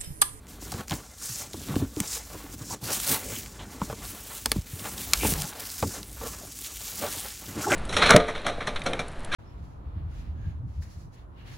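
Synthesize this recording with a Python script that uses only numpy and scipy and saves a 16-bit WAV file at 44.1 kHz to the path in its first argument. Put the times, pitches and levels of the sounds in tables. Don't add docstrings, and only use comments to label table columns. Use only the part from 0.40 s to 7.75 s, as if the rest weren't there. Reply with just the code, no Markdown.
import sys
import numpy as np
from scipy import signal
from scipy.fft import rfft, irfft, next_fast_len
from scipy.io import wavfile

SR = 44100
rng = np.random.default_rng(int(sys.argv[2]) if len(sys.argv) > 2 else 0)


def wav_out(sig):
    wavfile.write(sys.argv[1], SR, np.round(np.clip(np.atleast_2d(sig).T, -1, 1) * 32767).astype(np.int16))


N = 324135

# (full-speed time [s], run-up [s], hold [s], film level [dB], skin level [dB])
HAND_STROKES = [(.085, 0.017, 0.053, -51, -51.5), (.215, 0.025, 0.2, -47, -50),
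                (.535, 0.11, 0.017, -44, -44.5), (.835, 0.072, 0.18, -41.5, -37.5),
                (1.137, 0.022, .25, -44.5, -54), (1.6, 0.11, 0.021, -52, -53),
                (1.72, 0.17, 0.035, -37.5, -34), (1.946, 0.32, 0.048, -49, -54),
                (2.14, 0.044, 0.004, -47, -43), (2.325, 0.18, 0.005, -46, -37.5),
                (2.44, 0.012, 0.046, -38.5, -64), (2.525, 0.038, 0.009, -29, -45),
                (2.69, 0.17, 0.037, -26.5, -42), (2.85, 0.035, 0.15, -41.5, -50),
                (3.322, 0.057, 0.0089, -50.5, -55), (3.43, 0.0096, 0.013, -49, -44),
                (3.69, 0.17, 0.0062, -43.5, -49), (3.975, 0.15, 0.0091, -43, -59),
                (4.49, 0.34, 0.011, -38.5, -54), (4.61, 0.14, 0.01, -37, -49),
                (4.87, 0.28, 0.04, -30, -39.5), (5.014, 0.27, 0.0045, -32, -59),
                (5.073, 0.031, 0.0015, -37, -44), (5.208, .1, 0.14, -37.5, -51),
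                (5.388, 0.033, 0.015, -33, -53), (5.53, 0.39, 0.031, -41, -39),
                (5.86, 0.16, 0.061, -40.5, -44.5), (6.24, 0.16, 0.019, -36.5, -50),
                (6.4, 0.14, .2, -40.5, -49), (6.72, 0.11, 0.0076, -35.5, -50),
                (7.214, 0.042, 0.024, -35, -41), (7.34, 0.12, .02, -49, -29.5)]
# (time [s], film level [dB], skin level [dB])
STROKE_FLOOR = [(0, -64, -86), (.5, -60, -53.5), (1.502, -58, -55.5), (2.4, -50.5, -56), (3.0, -45, -49.5),
                (3.2, -62, -55), (3.7, -46, -51), (4.25, -47, -55.5), (4.7, -60, -50), (5.12, -48, -81),
                (5.72, -45, -64), (6.0, -45, -49), (6.8, -32.5, -45.5), (7.1, -42, -50), (7.35, -54, -42)]
# (frequency [Hz], level [dB])
FILM_SPECTRUM = [(700, -12.5), (1500, -6), (3000, -4), (6000, -4.5), (9000, -2.5), (13000, -2.5),
                 (16000, -2.5)]
# (time [s], level [dB], centre [Hz])
CREASE_SNAPS = [(0.069, -35, 6040), (0.3196, -20, 5350), (0.322, -19, 6820), (0.34, -24, 3930),
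                (0.482, -23, 5230), (0.497, -19, 4600), (0.5097, -14, 3530), (0.52, -18, 2560),
                (0.539, -23, 5200), (1.111, -35.5, 7500), (1.1335, -20.5, 3870), (1.3568, -18.5, 2000),
                (1.5643, -24.5, 4930), (1.603, -6, 7340), (2.1817, -30, 8900), (2.5045, -17, 6780),
                (2.601, -11, 7500), (2.677, -10, 8050), (3.061, -28, 2420), (3.6525, -27, 3950),
                (4.219, -31, 6500), (4.395, -23.5, 3860), (4.581, -19, 3680), (4.938, -9, 8000),
                (5.02, -12.5, 6660), (5.6305, -22, 3970), (6.189, -21, 8820), (6.4708, -27, 4260),
                (6.715, -24, 5500), (7.3197, -7.5, 2100)]
# (time [s], level [dB], torn-film mode [Hz])
BUBBLE_POPS = [(4.0586, -6.5, 8300), (4.1173, -5, 9400), (4.7343, 0.5, 7200)]
# (frequency [Hz], width [Hz], level [dB])
POCKET_MODES = [(1330, 780, -2), (4670, 2900, -0.5), (13500, 4600, -13)]
# (time [s], level [dB], panel mode [Hz], T60 [s], hollow re boom [dB])
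BOX_KNOCKS = [(0.221, -33.5, 300, 0.064, -3), (.323, -27, 205, 0.049, -1), (0.341, -21, 86.5, 0.055, -11),
              (0.511, -19.5, 150, 0.078, -16), (.535, -29.5, 255, 0.095, -13),
              (0.895, -30.5, 118, 0.16, -19), (1.141, -27.5, 320, 0.085, -6),
              (1.297, -23.5, 147, 0.12, -28), (1.339, -32, 153, 0.042, 5), (1.362, -10.5, 252, 0.061, -16),
              (1.397, -18, 140, 0.055, -17), (1.422, -14.5, 266, 0.08, -31), (1.568, -18, 290, 0.073, -16),
              (1.604, -10, 178.5, 0.034, -39), (1.945, -37.5, 309, 0.2, 4), (2.04, -28.5, 272, 0.076, -35),
              (2.211, -28, 103, 0.055, -14), (2.333, -46, 250, 0.027, 4), (2.426, -31, 112, 0.24, -7),
              (3.345, -35, 257, 0.23, -6), (3.416, -12, 186, 0.042, -5), (3.497, -27, 116.5, 0.099, 2.5),
              (3.525, -34, 197, 0.083, 8), (4.056, -26, 239, 0.089, 1), (4.116, -22.5, 238, 0.051, -1),
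              (4.161, -9, 199, 0.036, -30), (4.184, -10.5, 75, 0.029, -43), (4.333, -23, 90.5, 0.063, -42),
              (4.832, -17.5, 271, 0.055, -2.5), (4.847, -9.5, 221, 0.057, -5.5),
              (4.922, -8.5, 131, 0.024, -29), (5.425, -18, 84.4, 0.097, 3), (5.811, -36, 249, 0.12, 5)]
# (frequency [Hz], width [Hz], level [dB])
BOX_MODES = [(95, 27, 0), (182, 57, -4.5), (242.5, 58, 1), (353, 440, -13)]
# (frequency [Hz], width [Hz], level [dB])
HOLLOW_MODES = [(445, 70, 7.5), (880, 516, 9.5), (1080, 460, 10.5), (1380, 560, -1.5)]
# (full-force time [s], run-up [s], hold [s], scuff level [dB], boom level [dB])
BOX_SHOVES = [(.09, 0.24, 0.18, -62.5, -47.5), (.34, 0.15, 0.093, -43, -39.5),
              (.512, 0.017, 0.027, -39.5, -31.5), (1.33, 0.2, 0.088, -41, -32),
              (1.6, 0.021, .01, -42.5, -38), (1.95, 0.055, 0.014, -51, -49.5),
              (2.14, 0.15, 0.087, -46, -43), (2.335, 0.088, 0.0092, -42, -33.5),
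              (2.46, 0.15, 0.094, -39.5, -41), (2.69, 0.048, 0.044, -34, -33),
              (2.86, 0.087, 0.078, -65, -43.5), (3.2, 0.12, 0.011, -41.5, -61),
              (3.43, 0.045, 0.21, -54, -46.5), (3.95, 1, 0.016, -49.5, -67), (4.445, 0.15, 0.088, -48, -44),
              (4.852, 0.06, 0.039, -34, -26), (5.2, 0.9, 0.048, -45, -52), (5.433, 0.01, 0.0094, -69, -29),
              (5.57, 0.07, 0.017, -42, -45), (5.822, 0.034, 0.043, -41.5, -43.5),
              (6.016, 0.04, .02, -50.5, -44.5), (6.63, 0.083, 0.01, -31.5, -42.5),
              (7.169, 0.16, 0.0058, -46.5, -35), (7.32, 0.078, .03, -33.5, -28)]
# (time [s], scuff level [dB], boom level [dB])
SHOVE_FLOOR = [(0, -58, -74), (1.0, -53.5, -54), (2.0, -51.5, -55), (3.0, -52.5, -46), (4.1, -60, -55),
               (4.7, -40.5, -45), (5.3, -55.5, -53), (6.2, -57, -55), (6.75, -49, -47.5),
               (7.0, -55.5, -57.5), (7.35, -35, -41)]
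# (frequency [Hz], level [dB])
BOARD_SPECTRUM = [(250, -9), (450, 3), (900, 3), (1500, 0.5), (2500, -6), (4500, -8)]
# (frequency [Hz], level [dB])
SKIN_SPECTRUM = [(1500, -34), (3300, -17), (5400, -2), (7300, 0), (9500, -8), (16500, -24)]
# (time [s], length [s], hollow mode [Hz], level [dB])
HAND_RUBS = [(2.296, 0.057, 900, -40.5), (2.8, 0.13, 500, -45), (2.955, 0.014, 2940, -40.5),
             (3.184, 0.065, 3220, -50.5), (4.795, 0.083, 2500, -35.5), (4.95, 0.11, 158, -37.5),
             (4.97, .115, 795, -45.5), (5.81, 0.077, 498, -40), (5.808, 0.11, 1110, -48.5),
             (6.005, 0.05, 624, -47.5), (6.611, 0.058, 590, -32), (7.15, 0.057, 313, -35),
             (7.238, 0.017, 1380, -32), (7.262, 0.05, 805, -29), (7.297, 0.053, 1490, -24.5),
             (7.245, 0.14, 340, -30.5), (7.314, 0.036, 1970, -26.5), (7.312, 0.036, 610, -25.5)]
# (start [s], length [s], drop [dB])
HAND_PAUSES = [(0.417, 0.058, 9), (2.15, 0.036, 8), (2.35, 0.064, 11), (4.2, 0.059, 5.5), (5.107, 0.044, 4)]
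# (time [s], level [dB])
RUMBLE_LEVELS = [(0.0, -45.5), (0.35, -47), (1.0, -52.5), (1.23, -45.5), (2.41, -49.5), (3.7, -43.5),
                 (3.93, -53.5), (4.15, -36.5), (4.36, -54.5), (4.95, -29), (5.08, -55), (5.95, -41),
                 (6.04, -50), (7.35, -50.5)]


def film_crinkle(rate_per_s=600, spread_db=2.5, wrap_lifted_s=4.93):
    flips = impulse_sizes(spread_db) * (rng.random(N) < rate_per_s / SR)
    band = rng.integers(0, 7, N)
    ticks = sum(resonance(flips * (band == k) + 1e-18, hz, 0.53 * hz) / np.sqrt(hz)
                for k, hz in enumerate(np.geomspace(3800, 14500, num=7)))
    clumps = from_db(1.83 * drift(rate_hz=52))
    hiss = np.where(np.arange(N) / SR < wrap_lifted_s, 2.5, 1.3) * rng.standard_normal(N)
    return coloured(clumps * (rms_one(ticks) + hiss), FILM_SPECTRUM, patch_db=1.76, patch_hz=3.7)


def crease_snaps(size=2000):
    out = np.zeros(N)
    tail = decay(t60_s=0.011, rise_s=0.0001, size=size)
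    front = decay(t60_s=0.002, rise_s=0.0001, size=size)
    for time_s, db, hz in CREASE_SNAPS:
        flip = rng.standard_normal(size) * (tail + 0.43 * front)
        flip[2] += 5.5
        crack = resonance(flip, hz, hz / 2) + 0.5 * resonance(flip, 910, 3900)
        crack += 0.13 * (hz / 6000) ** 2 * resonance(flip, 13000, 6000)
        add(out, time_s, from_db(db) * peak_one(crack))
    return out


def bubble_pops(size=2000):
    out = np.zeros(N)
    for time_s, db, film_hz in BUBBLE_POPS:
        puff = rng.standard_normal(size) * decay(t60_s=0.012, rise_s=0.00035, size=size)
        puff[[4, 9]] += 2.5, -2.5
        burst = modes(puff, POCKET_MODES + [(film_hz, 1200, 1.5)])
        add(out, time_s, from_db(db) * peak_one(burst))
    return out


def box_knocks(size=6000):
    out = np.zeros(N)
    t = np.arange(size) / SR
    warped_s = t + 0.0023 * (1 - np.exp(-t / 0.0025))
    for time_s, db, panel_hz, t60_s, hollow_db in BOX_KNOCKS:
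        panel = np.sin(2 * np.pi * panel_hz * warped_s) * decay(t60_s, rise_s=0.0039, size=size)
        wall = np.sin(2 * np.pi * BOX_MODES[0][0] * t) * decay(0.64 * t60_s, rise_s=0.0013, size=size)
        impact = rng.standard_normal(size) * decay(0.5 * t60_s, rise_s=0.00043, size=size)
        hollow = from_db(hollow_db) * peak_one(modes(impact, HOLLOW_MODES))
        add(out, time_s, from_db(db) * (panel + 0.54 * wall + hollow))
    return out


def wall_boom():
    pushes = grains(rate_per_s=200, spread_db=1, clump_db=2.5, clump_hz=28, hiss_gain=0.88)
    return modes(signal.sosfilt(signal.butter(2, 480, fs=SR, output="sos"), pushes), BOX_MODES)


def board_scuff():
    slips = grains(rate_per_s=900, spread_db=1, clump_db=4.5, clump_hz=12.4, hiss_gain=1)
    return coloured(slips, BOARD_SPECTRUM, patch_db=2, patch_hz=13)


def skin_slide():
    slips = grains(rate_per_s=5400, spread_db=-0.5, clump_db=2, clump_hz=70, hiss_gain=0.82)
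    return coloured(slips, SKIN_SPECTRUM, patch_db=0.3, patch_hz=29)


def hand_rubs(size=6000):
    out = np.zeros(N)
    slips = grains(rate_per_s=870, spread_db=2, clump_db=2, clump_hz=52, hiss_gain=0.33)
    for k, (time_s, length_s, hz, db) in enumerate(HAND_RUBS):
        swell = np.sin(np.pi * np.clip(np.arange(size) / SR / length_s, 0, 1)) ** 0.37
        ring = slips[k * size:(k + 1) * size]
        for _ in range(2):
            ring = resonance(ring, hz, 0.34 * hz)
        ring /= np.sqrt(np.mean(ring[swell > 0.01] ** 2))
        add(out, time_s, from_db(db) * swell * ring)
    return out


def room_tail(x, t60_s=0.049, gap_s=0.003, cutoff_hz=4300):
    t = np.arange(SR // 4) / SR
    tail = rng.standard_normal(len(t)) * from_db(-60 * t / t60_s) * (t > gap_s)
    tail = signal.sosfilt(signal.butter(1, cutoff_hz, fs=SR, output="sos"), tail)
    return signal.fftconvolve(x, tail / np.sqrt(np.sum(tail ** 2)))[:N]


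def deep_rumble():
    noise = resonance(rng.standard_normal(N), hz=51.7, width_hz=13.4)
    return gain_curves(RUMBLE_LEVELS)[0] * rms_one(noise)


def gesture_gains(moves, floor, fall_db_per_s, run_up_db=20):
    t = np.arange(0, N + 64, 64) / SR
    power = 0
    for time_s, run_up_s, hold_s, *levels_db in moves:
        early_db = run_up_db * np.maximum(time_s - t, 0) / run_up_s
        late_db = np.c_[fall_db_per_s] * np.maximum(t - time_s - hold_s, 0)
        power += from_db(np.c_[levels_db] - early_db - late_db) ** 2
    return [np.sqrt(np.interp(np.arange(N) / SR, t, moving) + rest ** 2)
            for moving, rest in zip(power, gain_curves(floor))]


def pause_gain(edge_s=0.007):
    t = np.arange(N) / SR
    db = 0
    for start_s, length_s, drop_db in HAND_PAUSES:
        inside_s = np.minimum(t - start_s, start_s + length_s - t)
        db -= drop_db * np.clip(inside_s / edge_s + 0.5, 0, 1)
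    return from_db(db)


def gain_curves(rows):
    times_s, *levels_db = np.transpose(rows)
    return [from_db(np.interp(np.arange(N) / SR, times_s, db)) for db in levels_db]


def grains(rate_per_s, spread_db, clump_db, clump_hz, hiss_gain):
    slips = impulse_sizes(spread_db) * (rng.random(N) < rate_per_s / SR)
    clumps = from_db(clump_db * drift(clump_hz))
    return clumps * (rms_one(slips) + hiss_gain * rng.standard_normal(N))


def impulse_sizes(spread_db):
    return from_db(spread_db * np.minimum(rng.exponential(1, N), 5)) * rng.choice([-1, 1], N)


def coloured(x, spectrum, patch_db, patch_hz):
    size = next_fast_len(N)
    log_hz = np.log(np.arange(size // 2 + 1) * SR / size + 1e-3)
    hz, db = np.transpose(spectrum)
    shaped = rfft(x, size) * from_db(np.interp(log_hz, np.log(hz), db, left=-80, right=-80))
    centres, step = np.linspace(*np.log(hz[[0, -1]]), num=12, retstep=True)
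    windows = (np.clip(1 - abs(log_hz - centre) / step, 0, 1) for centre in centres)
    bands = (irfft(shaped * window, size)[:N] for window in windows)
    return rms_one(sum(band * from_db(patch_db * drift(patch_hz)) for band in bands))


def modes(x, table):
    return rms_one(sum((-1) ** k * from_db(db) * resonance(x, hz, width_hz)
                       for k, (hz, width_hz, db) in enumerate(table)))


def resonance(x, hz, width_hz):
    r = np.exp(-np.pi * width_hz / SR)
    feedback = [1, -2 * r * np.cos(2 * np.pi * hz / SR), r * r]
    return signal.lfilter(np.array([1, 0, -1]) * (1 - r * r) / 2, feedback, x)


def drift(rate_hz):
    r = np.exp(-2 * np.pi * rate_hz / SR)
    return rms_one(signal.lfilter([1], [1, -2 * r, r * r], rng.standard_normal(N + SR))[SR:])


def decay(t60_s, rise_s, size):
    t = np.arange(size) / SR
    return (1 - np.exp(-t / rise_s)) * from_db(-60 * t / t60_s)


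def add(out, time_s, burst):
    start = round(time_s * SR)
    out[start:start + len(burst)] += burst[:N - start]


def from_db(db):
    return 10 ** (np.asarray(db) / 20)


def rms_one(x):
    return x / np.sqrt(np.mean(x ** 2) + 1e-20)


def peak_one(x):
    return x / np.max(abs(x))


def scene():
    film_gain, skin_gain = gesture_gains(HAND_STROKES, STROKE_FLOOR, fall_db_per_s=[191, 208])
    scuff_gain, boom_gain = gesture_gains(BOX_SHOVES, SHOVE_FLOOR, fall_db_per_s=[201, 224])
    friction = film_gain * film_crinkle() + skin_gain * skin_slide() + scuff_gain * board_scuff()
    rumble = deep_rumble()
    handling = pause_gain() * (friction + boom_gain * wall_boom())
    direct = handling + crease_snaps() + bubble_pops() + box_knocks() + hand_rubs()
    return np.tile(direct + from_db(-18.5) * room_tail(direct) + rumble, (2, 1))


def record(dry, low_cut_hz=42, ceiling=0.95, high_cut_hz=15900):
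    x = signal.sosfilt(signal.butter(4, low_cut_hz, "high", fs=SR, output="sos"), dry)
    x = x / (1 + (abs(x) / ceiling) ** 4) ** 0.25
    return signal.sosfilt(signal.ellip(12, 0.5, 70, high_cut_hz, fs=SR, output="sos"), x)


dry = scene()
out = record(dry)
wav_out(out)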